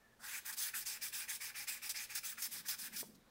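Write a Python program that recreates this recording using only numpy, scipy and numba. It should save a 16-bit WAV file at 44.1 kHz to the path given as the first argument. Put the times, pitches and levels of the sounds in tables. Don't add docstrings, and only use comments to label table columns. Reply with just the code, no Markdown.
import sys
import numpy as np
from scipy import signal
from scipy.fft import rfft, irfft
from scipy.io import wavfile
from scipy.ndimage import uniform_filter1d
from numba import njit

SR = 44100
rng = np.random.default_rng(int(sys.argv[2]) if len(sys.argv) > 2 else 0)


def field_ratio(decibels):
    return 10 ** (np.asarray(decibels, dtype=float) / 20)


def to_wav(sig):
    pcm = np.clip(np.atleast_2d(sig), -1, 1) * 32767
    pcm = np.round(pcm).astype(np.int16)
    wavfile.write(sys.argv[1], SR, pcm.T)


N = 145530

# (start [s], end [s], hiss at start [dB], hiss at end [dB],
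# ring at start [dB], ring at end [dB])
STROKES = [(0.184, 0.257, -60, -43, -61, -54), (0.223, 0.412, -45.5, -40.5, -50, -51),
           (0.441, 0.533, -46, -43, -51, -52), (0.56, 0.719, -39.5, -43.5, -55.5, -48.5),
           (0.727, 0.823, -40, -42.5, -44.5, -61), (0.847, 0.995, -37.5, -49.5, -56, -54),
           (1.005, 1.122, -40.5, -50.5, -49.5, -66), (1.116, 1.269, -40.5, -46.5, -52, -55.5),
           (1.27, 1.39, -42.5, -46.5, -48.5, -63), (1.395, 1.531, -42.5, -52, -52.5, -55),
           (1.538, 1.665, -45.5, -44, -50, -59.5), (1.663, 1.809, -39, -56.5, -50, -61.5),
           (1.81, 1.905, -45, -44.5, -52.5, -58), (1.937, 2.077, -42.5, -50.5, -50.5, -61.5),
           (2.084, 2.179, -46.5, -52, -51, -65), (2.222, 2.355, -42, -49, -53.5, -57),
           (2.366, 2.453, -49, -47, -51, -79), (2.502, 2.628, -43.5, -47, -60.5, -56),
           (2.643, 2.716, -50, -56, -53, -80), (2.771, 2.899, -45, -49, -62.5, -52.5),
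           (2.912, 3, -52, -48, -56, -60)]
# (start [s], end [s], initial hiss [dB], ring [dB])
BITES = [(0.521, 0.56, -43.5, -57.5), (0.803, 0.85, -43.5, -55.5), (1.888, 1.935, -38, -55.5),
         (2.147, 2.207, -38.5, -52), (2.417, 2.488, -40, -53.5), (2.679, 2.763, -38.5, -50),
         (2.957, 3.035, -41.5, -59.5)]
# (time [s], rasp [dB], upper part modes [dB],
# top of the hiss [dB], lowest part modes [dB])
COLOUR_DRIFT = [ (.2, 0, -26, -3, 1), (.35, -9, 0.5, -0.5, -2), (.47, -6, -12.5, 4, 1), (.6, 5.5, -6, 1, 2),
                (.76, -9, -8, 1.5, -5), (.88, 4.5, -3, -2, 0.5), (1.04, 4, -2, 0.5, -0.5),
                (1.32, -0.5, -2.5, -1, 1), (1.6, 5, -3, 1, -1.5), (1.72, 0.5, 1, 0.5, -2),
                (1.97, 7.5, -2, -1.5, -1.5), (2.12, 0, -2.5, -0.5, -2.5), (2.47, 0.5, -6, 1.5, 0.5),
                (2.8, 3.5, -5.5, 0, 0), (3.0, 1, -3.5, 2.5, -4)]
# (frequency [Hz], relative density [dB])
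HISS_SPECTRUM = [(350, -38), (700, -16.5), (1300, -10), (2700, -8), (3600, -7.5), (4700, -12.5), (5900, -8),
                 (7000, 0), (12300, 1), (15100, -3), (16000, 4)]
# (frequency [Hz], width [Hz], relative level [dB])
PAPER_MODES = [(3514, 760, 2), (4950, 410, 6.5), (6220, 280, 3.5), (7686, 510, -2), (9080, 1650, 0),
               (11360, 300, -6), (13480, 710, -3.5), (15160, 1200, 4.5)]
# (frequency [Hz], width [Hz], relative level [dB])
PART_MODES = [(860, 57, -9.5), (1153, 200, -6.5), (1475, 188, 0), (1693, 215, 4.5), (2034, 410, 0.5),
              (2337, 254, 7.5), (2700, 630, 3)]
# (time [s], push level [dB])
KNOCKS = [(3.0298, -49), (3.037, -60), (3.041, -60)]
# (frequency [Hz], width [Hz], relative level [dB])
KNOCK_MODES = [(427, 120, 1), (600, 57, -7.5), (900, 24, -12), (194, 90, -13), (2200, 1500, -8)]
# (start [s], length [s], level [dB], frequency [Hz], width of first filter [Hz])
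RUSTLES = [(3.02, 0.067, -69.5, 5970, 6000), (3.143, 0.026, -68.5, 5100, 2500),
           (3.144, 0.023, -71.5, 11700, 6000), (3.25, .09, -76.5, 670, 600)]
# (start [s], end [s], level [dB], frequency [Hz], width of first filter [Hz])
WHISTLES = [(.0, .16, -75, 1750, 80), (3.16, 3.33, -83, 3800, 500)]
# (time [s], level [dB])
RUMBLE_LEVEL = [(2.2, -95), (2.6, -68), (2.76, -81), (2.95, -66.5), (3.1, -62.5), (3.3, -80)]
# (start [s], peak level [dB])
BUMPS = [(2.822, -60), (2.938, -55), (3.001, -57), (3.054, -68), (3.094, -56)]
# (frequency [Hz], relative density [dB])
SHOP_SPECTRUM = [(12, -46), (20, 0.5), (134, -9.5), (234, -11), (542, -6), (738, -12), (1030, -11.5),
                 (1710, -13.5), (2600, -18), (16000, -27.5)]
# (frequency [Hz], width [Hz], rms level [dB])
HUM_LINES = [(44, 4.7, -86.5), (119.7, 1.3, -82), (189, 25, -85), (229.6, 9.5, -79.5)]

STROKE_ATTACK_S, STROKE_RELEASE_S = 0.029, 0.039
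RING_ATTACK_S, RING_RELEASE_S = 0.017, 0.026
BITE_ATTACK_S, BITE_RELEASE_S, BITE_SAG_DB = 0.008, 0.027, -5
GRIT_PER_S, GRIT_SPREAD_DB, GRIT_TOP_DB = 11000, 2.7, 10
FLUTTER_DB, FLUTTER_PER_S = 1.4, 80
SURGE_DB, SURGE_PER_S = 1.5, 28
PART_WANDER_DB, PAPER_WANDER_DB, MODE_WANDER_PER_S = 1.5, 2.8, 55
MODE_DRIFT, DRIFT_PER_S = 0.018, 12
LANDING_SAG, LANDING_S = 0.28, 0.041
LOW_MODES_HZ, UPPER_MODES_HZ, LOW_FOLLOW = 1300, 2200, 0.7
PAPER_BROAD_DB, TOP_OF_HISS_HZ = -3, 10500
RASP_DB, BITE_RASP_DB = -13, -7.5
RASP_HZ, RASP_WIDTH_HZ = 5165, 1020
DRAG_DB, DRAG_HZ, DRAG_RING_DB = -68, 3600, -72
RUMBLE_HZ, RUMBLE_WIDTH_HZ, RUMBLE_FLUTTER_DB = 205, 130, 1.5
BUMP_S, BUMP_HZ = 0.017, 200
ROOM_DB, ROOM_SPLIT_HZ = -13.5, 3200
ROOM_T60_LOW_S, ROOM_T60_HIGH_S = 0.25, 0.37
SHOP_DB = -71


def sanding():
    strokes, bites, drag = hiss_contact()
    time_s, *drift_db = np.array(COLOUR_DRIFT, float).T
    t = np.arange(N) / SR
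    rasp_gain, upper_gain, top_gain, low_gain = (field_ratio(np.interp(t, time_s, db)) for db in drift_db)
    grains = grit()
    surge = field_ratio(SURGE_DB * walk(SURGE_PER_S))
    hiss = np.sqrt(strokes + bites) * paper_hiss(grains, top_gain) * surge
    rasp = paper_rasp(strokes, bites, rasp_gain)
    part = part_ring(grains, ring_contact(drag), low_gain, upper_gain)
    return hiss + rasp + drag_scuff(grains, drag) + part


def hiss_contact():
    strokes = sum(gate(start, end, STROKE_ATTACK_S, STROKE_RELEASE_S, db0, db1)
                  for start, end, db0, db1, _, _ in STROKES)
    bites = sum(gate(start, end, BITE_ATTACK_S, BITE_RELEASE_S, db, db + BITE_SAG_DB)
                for start, end, db, _ in BITES)
    drag = gate(STROKES[1][0], BITES[-1][1], STROKE_ATTACK_S, STROKE_RELEASE_S, 0, 0)
    return strokes, bites, drag


def ring_contact(drag):
    strokes = sum(gate(start, end, RING_ATTACK_S, RING_RELEASE_S, db0, db1)
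                  for start, end, _, _, db0, db1 in STROKES)
    bites = sum(gate(start, end, BITE_ATTACK_S, BITE_RELEASE_S, db, db) for start, end, _, db in BITES)
    return strokes + bites + field_ratio(DRAG_RING_DB) ** 2 * drag


def grit():
    hit, size, sign = rng.random((3, N))
    size_db = np.minimum(-GRIT_SPREAD_DB * np.log(size + 1e-9), GRIT_TOP_DB)
    clicks = (hit < GRIT_PER_S / SR) * field_ratio(size_db) * np.sign(sign - 0.5)
    return unit(clicks) * field_ratio(FLUTTER_DB * walk(FLUTTER_PER_S))


def paper_hiss(grains, top_gain):
    resonances = unit(resonate(grit(), PAPER_MODES, PAPER_WANDER_DB))
    paper = colour(field_ratio(PAPER_BROAD_DB) * grains + resonances, HISS_SPECTRUM)
    dull = signal.filtfilt(*signal.butter(2, TOP_OF_HISS_HZ, fs=SR), paper)
    return dull + top_gain * (paper - dull)


def paper_rasp(strokes, bites, rasp_gain):
    stroke_power = field_ratio(RASP_DB) ** 2 * rasp_gain ** 2 * strokes
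    bite_power = field_ratio(BITE_RASP_DB) ** 2 * bites
    return np.sqrt(stroke_power + bite_power) * band(grit(), RASP_HZ, RASP_WIDTH_HZ)


def drag_scuff(grains, drag):
    broad = ring(ring(grains, DRAG_HZ, DRAG_HZ), DRAG_HZ, DRAG_HZ)
    return field_ratio(DRAG_DB) * np.sqrt(drag) * unit(broad)


def part_ring(grains, contact, low_gain, upper_gain):
    lowest = [mode for mode in PART_MODES if mode[0] < LOW_MODES_HZ]
    middle = [mode for mode in PART_MODES if LOW_MODES_HZ <= mode[0] < UPPER_MODES_HZ]
    upper = [mode for mode in PART_MODES if mode[0] >= UPPER_MODES_HZ]
    push = np.sqrt(contact) * grit() / np.std(resonate(grains, PART_MODES, 0))
    since_landing = np.maximum(np.arange(N) / SR - STROKES[0][0], 0)
    bend = 1 - LANDING_SAG * np.exp(-since_landing / LANDING_S)
    evening = (contact / np.mean(contact) + 1e-6) ** ((LOW_FOLLOW - 1) / 2)
    out = resonate(push, middle, PART_WANDER_DB, bend)
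    out = out + resonate(push * low_gain * evening, lowest, PART_WANDER_DB, bend)
    return out + resonate(push * upper_gain, upper, PART_WANDER_DB)


def resonate(x, modes, wander_db, bend=1.0):
    out = 0
    for k, (hz, width_hz, db) in enumerate(modes):
        share = field_ratio(wander_db * walk(MODE_WANDER_PER_S))
        pitch = hz * bend * (1 + MODE_DRIFT * walk(DRIFT_PER_S))
        gain = (-1) ** k * field_ratio(db) * np.sqrt(SR / 20 / width_hz)
        out = out + gain * glide(x * share, pitch, 1.0 * width_hz)
    return out


@njit
def glide(x, hz, width_hz):
    y, band_state, low_state = np.empty(len(x)), 0.0, 0.0
    for i in range(len(x)):
        g, damping = np.tan(np.pi * hz[i] / SR), width_hz / hz[i]
        v = (band_state + g * (x[i] - low_state)) / (1 + g * (g + damping))
        band_state = 2 * v - band_state
        low_state = low_state + 2 * g * v
        y[i] = damping * v
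    return y


def gate(start, end, attack, release, db0, db1):
    t = np.arange(N) / SR
    edge = np.clip((t - start) / attack, 0, 1) * np.clip((end - t) / release, 0, 1)
    slope = field_ratio(np.interp(t, [start + attack, end], [db0, db1]))
    return (np.sin(np.pi / 2 * edge) ** 2 * slope) ** 2


def walk(rate):
    hold = int(SR / rate)
    steps = np.repeat(rng.standard_normal(N // 50), hold)[:N]
    return 1.25 * uniform_filter1d(uniform_filter1d(steps, hold), hold)


def ring(x, hz, width_hz):
    return signal.lfilter(*signal.iirpeak(hz, hz / width_hz, fs=SR), x)


def band(x, hz, width_hz):
    return unit(ring(ring(x, hz, width_hz), hz, 2 * width_hz))


def colour(x, spectrum):
    hz, db = np.array(spectrum, float).T
    f = np.maximum(np.arange(len(x) // 2 + 1) * SR / len(x), 1)
    gain = field_ratio(np.interp(np.log(f), np.log(hz), db))
    return unit(irfft(rfft(x) * gain, len(x)))


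def unit(x):
    return x / np.sqrt(np.mean(x ** 2))


def knocks():
    push = np.zeros(N)
    for time_s, db in KNOCKS:
        push[int(time_s * SR)] = field_ratio(db)
    push = np.convolve(push, np.hanning(24))[:N]
    return sum(field_ratio(db) * ring(push, hz, width_hz) * 1200 / width_hz for hz, width_hz, db in KNOCK_MODES)


def rumble():
    time_s, db = np.array(RUMBLE_LEVEL).T
    t = np.arange(N) / SR
    noise = ring(rng.standard_normal(N), RUMBLE_HZ, RUMBLE_WIDTH_HZ)
    noise = ring(noise, RUMBLE_HZ, 1.03 * RUMBLE_WIDTH_HZ)
    out = unit(noise) * field_ratio(np.interp(t, time_s, db, left=-120) + RUMBLE_FLUTTER_DB * walk(45))
    for (start, peak_db), (detune, phase) in zip(BUMPS, rng.random((len(BUMPS), 2))):
        shape = np.sin(np.pi * np.clip((t - start) / BUMP_S, 0, 1)) ** 2
        hz = BUMP_HZ * (0.9 + 0.2 * detune)
        out = out + field_ratio(peak_db) * shape * np.sin(2 * np.pi * (hz * t + phase))
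    return out


def rustles():
    return sum(faint_noise(start, start + length, db, hz, width_hz)
               for start, length, db, hz, width_hz in RUSTLES)


def whistles():
    return sum(faint_noise(*whistle) for whistle in WHISTLES)


def faint_noise(start, end, db, hz, width_hz):
    edges = (0.0077, 0.011) if width_hz > 500 else (0.0054, 0.03)  # attack, release [s]
    return np.sqrt(gate(start, end, *edges, db, db)) * band(rng.standard_normal(N), hz, width_hz)


def room(x):
    t = np.arange(SR // 2) / SR
    noise = rng.standard_normal(len(t)) * (t > 0.006)
    low = signal.lfilter(*signal.butter(2, ROOM_SPLIT_HZ, fs=SR), noise)
    tail = low * field_ratio(-60 * t / ROOM_T60_LOW_S) + (noise - low) * field_ratio(-60 * t / ROOM_T60_HIGH_S)
    return field_ratio(ROOM_DB) * signal.fftconvolve(x, tail / np.sqrt(np.sum(tail ** 2)))[:N]


def shop():
    hum = sum(field_ratio(db) * unit(ring(rng.standard_normal(N), hz, width_hz)) for hz, width_hz, db in HUM_LINES)
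    return field_ratio(SHOP_DB) * colour(rng.standard_normal(N), SHOP_SPECTRUM) + hum


def scene():
    near = sanding() + rustles() + whistles()
    mono = near + room(near) + knocks() + rumble() + shop()
    return np.array([mono, mono])


def band_limit(x):
    return signal.sosfilt(signal.butter(12, 16150, fs=SR, output="sos"), x)


def record(dry):
    low_pass = signal.ellip(14, 0.3, 85, 15760, fs=SR, output="sos")
    mix = signal.sosfilt(low_pass, dry)
    return band_limit(mix)


dry = scene()
out = record(dry)
to_wav(out)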